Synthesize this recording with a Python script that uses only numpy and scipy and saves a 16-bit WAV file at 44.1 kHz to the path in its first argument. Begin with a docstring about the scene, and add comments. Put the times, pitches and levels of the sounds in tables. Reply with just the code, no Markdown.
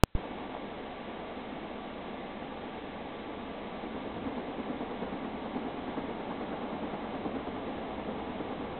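"""A pop as a small camera switches on, then a steam locomotive chuffing far along a valley.
Each cylinder stroke sends a turbulent jet up the chimney, four beats to a turn of the wheels, slowly
quickening, muffled at first, then clear in the open. The slopes scatter the beats back over the rumble
of the carriages and the rush of the valley. Close by are three small taps and the faint whine, buzz and
hiss of the camera, whose microphone passes only a narrow band."""
import sys
import numpy as np
from scipy import signal
from scipy.fft import rfft, irfft, next_fast_len
from scipy.io import wavfile
from scipy.ndimage import uniform_filter1d, map_coordinates

SR = 44100
rng = np.random.default_rng(int(sys.argv[2]) if len(sys.argv) > 2 else 0)


def unload_wav(signal):
    """Save mono or channel-first audio to the path in sys.argv[1] as 16-bit WAV at rate SR, clipped to [-1, 1]."""
    wavfile.write(
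        sys.argv[1],
        SR,
        np.round(np.clip(np.atleast_2d(signal).T, -1, 1) * 32767).astype(np.int16),
    )


N = 387638

# the four unequal beats of a wheel turn: (boom accent [dB], rasp accent [dB])
ACCENTS = [(1, 1), (2.5, 1), (-.5, 0), (-2.5, -2.5)]


def exhaust(rise_s=.013, fall_s=.024, rasp_db=-1.35, ragged_db=1.1, scatter_db=.8, scatter_s=.0036):
    """Pulsed jet noise: each stroke releases a ragged puff of steam, a hollow boom with a rasp on top."""
    # chimney boom: (frequency [Hz], relative density [dB])
    boom_spectrum = [(70, -31.5), (130, -17), (190, -5.5), (245, 0.5), (300, -2), (340, -5), (390, -11),
                     (440, -3), (540, -11), (700, -44.5)]
    # jet rasp, dulled by distance: (frequency [Hz], relative density [dB])
    rasp_spectrum = [(380, -33), (590, -2), (700, -3.5), (820, 1), (930, -6), (1100, -6), (1400, -14),
                     (2100, -19), (3200, -50)]
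    # screened, then in the open: (time [s], base boom level [dB], base rasp level [dB])
    levels = [(0, -45.5, -52.5), (3.5, -46, -52.5), (3.85, -40, -46), (4.65, -36, -42.5), (5.0, -38, -43.5),
              (6.35, -38.5, -40.5), (7.25, -37.5, -42), (7.9, -41, -45), (8.8, -36.5, -41.5)]
    knots, boom_levels, rasp_levels = np.transpose(levels)
    t = clock()
    boom, rasp = np.zeros(N), np.zeros(N)
    times, places = beats()
    for s, place, (late, strong) in zip(times, places, rng.standard_normal((len(times), 2))):
        near = slice(max(int((s - .06) * SR), 0), int((s + .2) * SR))
        # the valve opens quickly, then the cylinder empties more slowly
        puff = amp(scatter_db * strong) * swell(t[near] - s - scatter_s * late, rise_s, fall_s)
        boom_accent, rasp_accent = ACCENTS[place]
        boom[near] += amp(np.interp(s, knots, boom_levels) + boom_accent) * puff
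        rasp[near] += amp(np.interp(s, knots, rasp_levels) + rasp_accent + rasp_db) * puff
    turbulence = unit(amp(ragged_db * wobble(170)))
    return turbulence * (boom * jet(boom_spectrum) + rasp * jet(rasp_spectrum))


def beats(turn_start_s=5.8855, beat_hz=9.394, gain_hz_per_s=.0933):
    """Uniform acceleration sets the time of each beat and its place in the wheel turn."""
    since = clock() - turn_start_s
    count = np.floor(beat_hz * since + .5 * gain_hz_per_s * since ** 2).astype(int)
    starts = np.flatnonzero(np.diff(count)) + 1
    return starts / SR, count[starts] % len(ACCENTS)


def hills(x, delay_s=.04):
    """Reverberation by scattering: wooded slopes return the sound, and the treble dies first."""
    # decay of the echo: (frequency [Hz], reverberation time [s])
    t60 = [(150, 0.6), (800, 0.76), (4000, .3)]
    hz, t, spectra = signal.stft(rng.standard_normal(SR), SR, nperseg=256)
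    decay = amp(-60 * t / along(t60, hz)[:, None])
    tail = signal.istft(spectra * decay, SR, nperseg=256)[1]
    response = np.pad(tail / np.linalg.norm(tail), (int(delay_s * SR), 0))
    return signal.fftconvolve(x, response)[:N]


def carriages(thump_s=4.19, thump_db=-42):
    """Rolling noise: wheels rumble on the rails, and one dull thump adds to them in power."""
    # rumble: (time [s], level [dB])
    levels = [(0, -58), (1.1, -67), (3.2, -62), (4.3, -56.5), (7.0, -58), (7.35, -52), (8.8, -53)]
    # its colour: (frequency [Hz], relative density [dB])
    spectrum = [(25, -24), (55, 0.5), (88, 1.5), (120, -4.5), (170, -4), (240, -6), (400, -21),
                (900, -46.5)]
    thump = amp(thump_db) * swell(clock() - thump_s, rise_s=.027, fall_s=.066)
    return np.hypot(amp(curve(levels)), thump) * noise(spectrum)


def valley(drift_db=.25, flutter_db=.1):
    """Atmospheric fading: the far roar of the valley wavers in the moving air."""
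    # roar: (time [s], level [dB])
    levels = [(0, -42), (1.1, -42.5), (3.6, -42.2), (6.5, -40.5), (8.8, -40.2)]
    # its colour: (frequency [Hz], relative density [dB])
    spectrum = [(25, -16), (60, -17), (125, -14), (170, -9.5), (205, -1), (260, -.5), (330, -3.5),
                (410, -5), (480, -3), (580, -5.5), (760, -4), (900, -8), (1100, -15), (1500, -25.5),
                (3000, -48.5)]
    level_db = curve(levels) + drift_db * wobble(5.2) + flutter_db * wobble(22)
    return amp(level_db) * jet(spectrum, even_s=.11)


def taps(rise_s=.00075):
    """Damped oscillation: each nearby tap is a dull knock of a few cycles."""
    # taps: (time [s], envelope peak [dB], pitch [Hz])
    knocks = [(.5415, -29, 725), (.5500, -27, 794), (.5670, -28, 775)]
    out, t = np.zeros(N), np.arange(SR // 50) / SR
    envelope = t / rise_s * np.exp(1 - t / rise_s)
    for s, db, hz in knocks:
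        out[round(s * SR):][:len(t)] += amp(db) * envelope * np.sin(2 * np.pi * hz * t)
    return out


def camera(hiss_db=-50, speed_jitter=.0008, frame_hz=15):
    """Periodic sources give harmonics: motor whine and sensor buzz, over the microphone's hiss."""
    # motor speed: (time [s], rotation rate [Hz])
    speed = [(0, 74.1), (3.6, 74.1), (4.6, 73.6), (8.8, 73.55)]
    # motor whine: (shaft order, level [dB])
    whine_lines = [(22, -68.5), (23, -68.5), (24, -73), (29, -72), (30, -66.5)]
    # electrical buzz of the picture sensor: (multiple of the frame rate, level [dB])
    buzz_lines = [(1, -61.5), (2, -68.5), (4, -62.5), (6, -69.5), (10, -68), (14, -57.5), (76, -68.5),
                  (77, -59.5), (78, -69.5), (80, -69.5)]
    # hiss: (frequency [Hz], relative density [dB])
    hiss_spectrum = [(100, -4.5), (1000, 1.5), (1500, 0), (1850, 0), (2080, 2), (2450, -1.5), (3450, -2.5),
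                     (3800, -5), (4050, -13), (4400, -30)]
    turns = np.cumsum(curve(speed) * (1 + speed_jitter * wobble(5))) / SR
    whine = tones(turns, whine_lines, waver_db=1)
    buzz = tones(frame_hz * clock(), buzz_lines, waver_db=-.4)
    return whine + buzz + amp(hiss_db) * noise(hiss_spectrum)


def pops():
    """Capacitive decay: voltage steps at switch-on leak away through the coupling capacitor."""
    # voltage steps: (time [s], signed weight, hold [s], rise [s], fall [s])
    steps = [(0.0361, -0.73, 0.00047, 0.0000032, 0.00016), (0.0367, -0.28, 0.00055, .00008, 0.0012),
             (0.1506, 0.24, 0.00044, 0.001, 0.0055)]
    out = np.zeros(N)
    for s, weight, hold, rise, fall in steps:
        age = np.maximum(clock() - s, 0)
        onset = (1 - np.exp(-age / rise)) ** 2
        leak = np.exp(-np.maximum(age - hold, 0) / fall)
        out += weight * onset * leak
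    return out


def jet(spectrum, even_s=.045):
    """Steady flow carries steady power: coloured noise divided by its running rms."""
    x = noise(spectrum)
    power = np.abs(uniform_filter1d(x ** 2, int(even_s * SR)))
    return x / np.sqrt(power + 1e-6)


def noise(spectrum):
    """Spectral shaping colours white noise; the rms is 1."""
    return unit(filtered(rng.standard_normal(N), lambda hz: amp(along(spectrum, hz))))


def tones(cycles, lines, waver_db):
    """Harmonics of one cycle, each wavering a little in level."""
    return sum(np.sqrt(2) * amp(db + waver_db * wobble(3))
               * np.sin(2 * np.pi * (round(order) * cycles + rng.random())) for order, db in lines)


def swell(age, rise_s, fall_s):
    """A Gaussian rise to 1 at age 0, then a fall that becomes exponential."""
    rise = np.exp(-.5 * (age / rise_s) ** 2)
    fall = 1 / np.cosh(np.minimum(np.abs(age) / fall_s * np.sqrt(2), 20))
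    return np.where(age < 0, rise, fall)


def wobble(rate):
    """A smooth random curve, rate knots a second."""
    return map_coordinates(rng.standard_normal(int(N * rate / SR) + 4), [clock() * rate])


def lowpass(x, top_hz, edge_hz):
    """A steep cut that closes fully at top_hz."""
    return filtered(x, lambda hz: np.clip((top_hz - hz) / edge_hz, 0, 1) ** 2)


def filtered(x, response):
    """Linear filtering: the spectrum of x times a frequency response."""
    size = next_fast_len(N + SR // 2)
    return irfft(rfft(x, size) * response(np.fft.rfftfreq(size, 1 / SR)), size)[:N]


def along(points, hz):
    """Interpolate (frequency [Hz], value) points on a log axis."""
    knots, values = np.transpose(points)
    return np.interp(np.log(hz + 1), np.log(knots), values)


def curve(rows):
    """Interpolate (time [s], value) rows at every sample."""
    return np.interp(clock(), *np.transpose(rows))


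def clock():
    """The time of every sample."""
    return np.arange(N) / SR


def amp(db):
    """Decibels to gain."""
    return 10 ** (np.asarray(db) / 20)


def unit(x):
    """Scale to rms 1."""
    return x / np.sqrt(np.mean(x ** 2) + 1e-20)


def scene(echo_gain_db=-7.5):
    """Superposition of the engine, its echo, the valley, the carriages and the nearby noises."""
    engine = exhaust()
    echo = amp(echo_gain_db) * hills(engine)
    return (engine + echo + valley() + carriages() + taps() + camera())[None]


def record(dry, live_s=.1474, fade_s=.0059):
    """Band limiting: the camera idles, pops, then opens its narrow-band microphone."""
    live = np.clip((clock() - live_s) / fade_s, 0, 1)
    idle_hiss = amp(-67) * (1 - live) * noise([(100, 1.5), (4000, -10.5), (4500, -40)])
    narrow = lowpass(dry[0] * live + idle_hiss, top_hz=4600, edge_hz=450)
    return lowpass(narrow + pops(), top_hz=16900, edge_hz=1000)[None]


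dry = scene()
out = record(dry)
unload_wav(out)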